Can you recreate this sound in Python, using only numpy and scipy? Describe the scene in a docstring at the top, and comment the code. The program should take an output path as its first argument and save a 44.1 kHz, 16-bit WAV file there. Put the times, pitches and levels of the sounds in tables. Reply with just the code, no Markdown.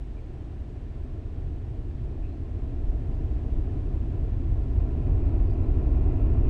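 """A large rocket climbs through the night sky a few kilometres from an outdoor microphone.
Its plume is shaped noise: big eddies throb and rumble, small ones roar, and weak shocks, random pulses
dulled by the long air path, crackle. It swells unevenly, with low thumps at the strongest surges.
A delayed, duller ground echo hollows the roar into broad humps. Under it lie a soft hiss of shaped noise
that swells a little, a thin sine whine and a few faint chirps, raspy gliding notes."""
import sys
import numpy as np
from scipy import signal
from scipy.fft import rfft, irfft, next_fast_len
from scipy.io import wavfile
from scipy.ndimage import uniform_filter1d, minimum_filter1d

SR = 44100
rng = np.random.default_rng(int(sys.argv[2]) if len(sys.argv) > 2 else 0)


def to_wav(s):
    """Save 16-bit WAV."""
    ch = np.atleast_2d(s).T  # columns
    pcm = np.round(np.clip(ch, -1, 1) * 32767)  # PCM
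    wavfile.write(sys.argv[1], SR, pcm.astype(np.int16))


N = 286209
TIME = np.arange(N) / SR

# relative spectra of the plume layers, before the ground echo: (frequency [Hz], density [dB per Hz])
THROB_SPECTRUM = [(6, -20.5), (20, -6), (33, 1), (46, -1), (64, -8.5)]
RUMBLE_SPECTRUM = [(30, -33), (50, -7.5), (63, -1.5), (78, -2.5), (100, -5.5), (128, -8.5), (160, -12.5),
                   (195, -22.5)]
ROAR_SPECTRUM = [(150, -22.5), (190, -4), (245, -0.5), (310, -5), (400, -9.5), (500, -12), (700, -19),
                 (850, -21.5), (1100, -31), (1500, -38.5), (2500, -46.5)]
# the filter that gives the shock pulses their crackle: (frequency [Hz], gain [dB])
CRACKLE_SPECTRUM = [(300, -17), (700, -3), (1080, 8.5), (1300, 8.5), (1550, -4), (2100, -0.5), (2600, 5.5),
                    (2800, 1), (3100, -14.5), (3600, -29)]
# the plume swells unevenly as the rocket climbs, before each layer's trim:
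# (time [s], bass level [dB], roar level [dB])
PLUME_SWELL = [(0, -32.5, -48.0), (0.8, -32.5, -46), (1.5, -29, -45.5), (2.4, -29, -44.5),
               (3.15, -25.5, -41), (4.5, -24, -40.5), (5.25, -22, -37.0), (6.49, -18.5, -35.0)]
# the strongest surges of the plume, each a low thump: (time [s], throb lift [dB], rumble lift [dB])
PLUME_SURGES = [(1.5, 4.5, 4), (2.23, 8, 0), (2.8, 5, 0.5), (2.88, 8, -0.5), (3.27, 5, 2.5),
                (3.57, 8.5, 1.5), (4.08, 3.5, -1.5), (4.51, 8, 3.5), (4.77, 4, 3.5), (5.12, 2, 4.5),
                (5.28, 1, 4.5), (5.42, 6, -1), (5.91, 2, 0), (6.25, 5.5, 0)]
# the ground echo as the rocket climbs: (time [s], lag [ms], strength [0-1])
GROUND_ECHO = [(0, 2.83, 0.4), (6.49, 2.897, 0.65)]
# relative spectrum of the soft hiss: (frequency [Hz], density [dB per Hz])
HISS_SPECTRUM = [(100, 4), (900, 0), (1500, -1.5), (1750, 0), (2150, -4), (2600, -4), (3200, -7),
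                 (4000, -11), (5000, -15), (7500, -20), (8500, -23.5), (12700, -31.5)]
# how loud the hiss is: (time [s], level [dB])
HISS_LEVEL = [(0, -62), (2.2, -62.3), (3.3, -61), (4.8, -61.5)]
# faint chirps of small night animals:
# (start [s], length [s], start pitch [Hz], end pitch [Hz], rasp rate [levels per s], level [dB])
NIGHT_CHIRPS = [(.165, .045, 2420, 2350, 550, -65.5), (2.225, .055, 2620, 2620, 600, -63),
                (2.22, .2, 3950, 4400, 400, -79), (3.11, .06, 4750, 4800, 250, -79),
                (5.45, .11, 4700, 4750, 180, -76), (5.62, .1, 4100, 4050, 180, -78)]

SURGE_WIDTH_S = 0.025  # standard deviation of the bell curve
# the bass also heaves at random: new levels per second, and their spread
HEAVE_PER_S, THROB_HEAVE_DB, RUMBLE_HEAVE_DB = 18, 1.68, 0.85
GROUND_DULL_HZ = 870
WHINE_HZ, WHINE_DB = 8000, -92
TOP_HZ = 12750


def undb(db):
    """Decibels to gain."""
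    return 10 ** (np.asarray(db) / 20)


def curve(rows, axis=1):
    """One column of (time, value, ..) rows, joined by straight lines."""
    rows = np.array(rows)
    return np.interp(TIME, rows[:, 0], rows[:, axis])


def unit(x):
    """Scale to rms 1."""
    return x / np.std(x)


def colour(x, points):
    """Shape a sound by (Hz, dB) points on a log-frequency axis, falling steeply above the last; rms 1."""
    hz, db = np.transpose(points)
    size = next_fast_len(N)
    bins = np.maximum(np.fft.rfftfreq(size, 1 / SR), 1)
    shape = undb(np.interp(np.log(bins), np.log(hz), db))
    steep_fall = np.minimum(hz[-1] / bins, 1) ** 6
    return unit(irfft(rfft(x, size) * shape * steep_fall, size)[:N])


def walk(rate):
    """Random levels held 1 / rate s, then smoothed twice into slopes; spread 1."""
    hold = max(int(SR / rate), 2)
    steps = np.repeat(rng.standard_normal(N // hold + 1), hold)
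    slopes = uniform_filter1d(uniform_filter1d(steps, hold), hold)
    return unit(slopes[:N])


def surges(axis):
    """Lift in dB from one column of the surges; each rises and falls like a bell curve."""
    lift_db = 0
    for row in PLUME_SURGES:
        lift_db = lift_db + row[axis] * np.exp(-0.5 * ((TIME - row[0]) / SURGE_WIDTH_S) ** 2)
    return lift_db


def eddies(points, even_s):
    """Turbulent pressure: rough from moment to moment, of even power over longer stretches."""
    x = colour(rng.standard_normal(N), points)
    span = max(int(even_s * SR), 2)
    power = uniform_filter1d(uniform_filter1d(x ** 2, span), span)
    return x / np.sqrt(power)


def shocks(per_s, scatter_db):
    """Pressure jumps at random moments, many weak and a few strong."""
    arrives = rng.random(N) < per_s / SR
    return arrives * undb(scatter_db * np.clip(rng.standard_normal(N), -2, 2))


def plume(throb_db=-8, rumble_db=-5.0, roar_db=-0.74, roar_flutter_db=0.5,
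          crackle_db=-64, crackle_growth=1.9, full_db=-37):
    """Eddies of three sizes and shocks; these steepen with loudness, so crackle outgrows roar."""
    bass_db = curve(PLUME_SWELL, axis=1)
    strength_db = curve(PLUME_SWELL, axis=2) + roar_flutter_db * walk(HEAVE_PER_S)
    throb_lift_db = surges(axis=1) + THROB_HEAVE_DB * walk(HEAVE_PER_S)
    rumble_lift_db = surges(axis=2) + RUMBLE_HEAVE_DB * walk(HEAVE_PER_S)
    throb = eddies(THROB_SPECTRUM, even_s=0.05) * undb(bass_db + throb_lift_db + throb_db)
    rumble = eddies(RUMBLE_SPECTRUM, even_s=0.066) * undb(bass_db + rumble_lift_db + rumble_db)
    roar = eddies(ROAR_SPECTRUM, even_s=0.1) * undb(strength_db + roar_db)
    # crackle_db is reached where the plume strength equals full_db
    crackle_level_db = crackle_db + crackle_growth * (strength_db - full_db)
    crackle = colour(shocks(per_s=1200, scatter_db=2.5), CRACKLE_SPECTRUM) * undb(crackle_level_db)
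    return throb + rumble + roar + crackle


def over_ground(x):
    """The sound arrives directly and again off the ground, whose roughness scatters the treble."""
    size = next_fast_len(N + SR)
    bins = np.fft.rfftfreq(size, 1 / SR)
    dulling = np.sqrt(1 + (bins / GROUND_DULL_HZ) ** 2)
    bounce = irfft(rfft(x, size) / dulling, size)[:N]
    lag_s = curve(GROUND_ECHO) / 1000
    echo = np.interp(TIME - lag_s, TIME, bounce)
    return x + curve(GROUND_ECHO, axis=2) * echo


def background():
    """Smooth hiss that swells a little, and a thin electronic whine."""
    hiss = undb(curve(HISS_LEVEL)) * colour(rng.standard_normal(N), HISS_SPECTRUM)
    whine = undb(WHINE_DB) * np.sqrt(2) * np.sin(2 * np.pi * WHINE_HZ * TIME)
    return hiss + whine


def chirps():
    """Each chirp is a raspy gliding note that swells and fades."""
    out = np.zeros(N)
    for start, length, from_hz, to_hz, rasp_rate, db in NIGHT_CHIRPS:
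        progress = np.clip((TIME - start) / length, 0, 1)
        pitch_hz = from_hz + (to_hz - from_hz) * progress
        phase = 2 * np.pi * np.cumsum(pitch_hz) / SR
        # random swings of both quadratures roughen the note
        raspy_note = walk(rasp_rate) * np.cos(phase) + walk(rasp_rate) * np.sin(phase)
        out += undb(db) * np.sin(np.pi * progress) * raspy_note
    return out


def limiter(x, ceiling_db=-12.1, hold_s=0.008):
    """The gain dips smoothly around every peak that would pass the ceiling."""
    span = max(int(hold_s * SR), 2)
    allowed = undb(ceiling_db) / np.maximum(np.abs(x), undb(ceiling_db))
    held = minimum_filter1d(allowed, 2 * span)
    return x * uniform_filter1d(uniform_filter1d(held, span), span)


def scene():
    """The rocket over open ground and the quiet night around the microphone."""
    rocket = over_ground(plume())
    return (rocket + background() + chirps())[None]


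def record(dry):
    """The recorder holds down the largest throbs, then cuts steeply above the top frequency."""
    top_cut = signal.ellip(10, 0.2, 80, TOP_HZ, fs=SR, output="sos")
    return signal.sosfilt(top_cut, limiter(dry))


dry = scene()
out = record(dry)
to_wav(out)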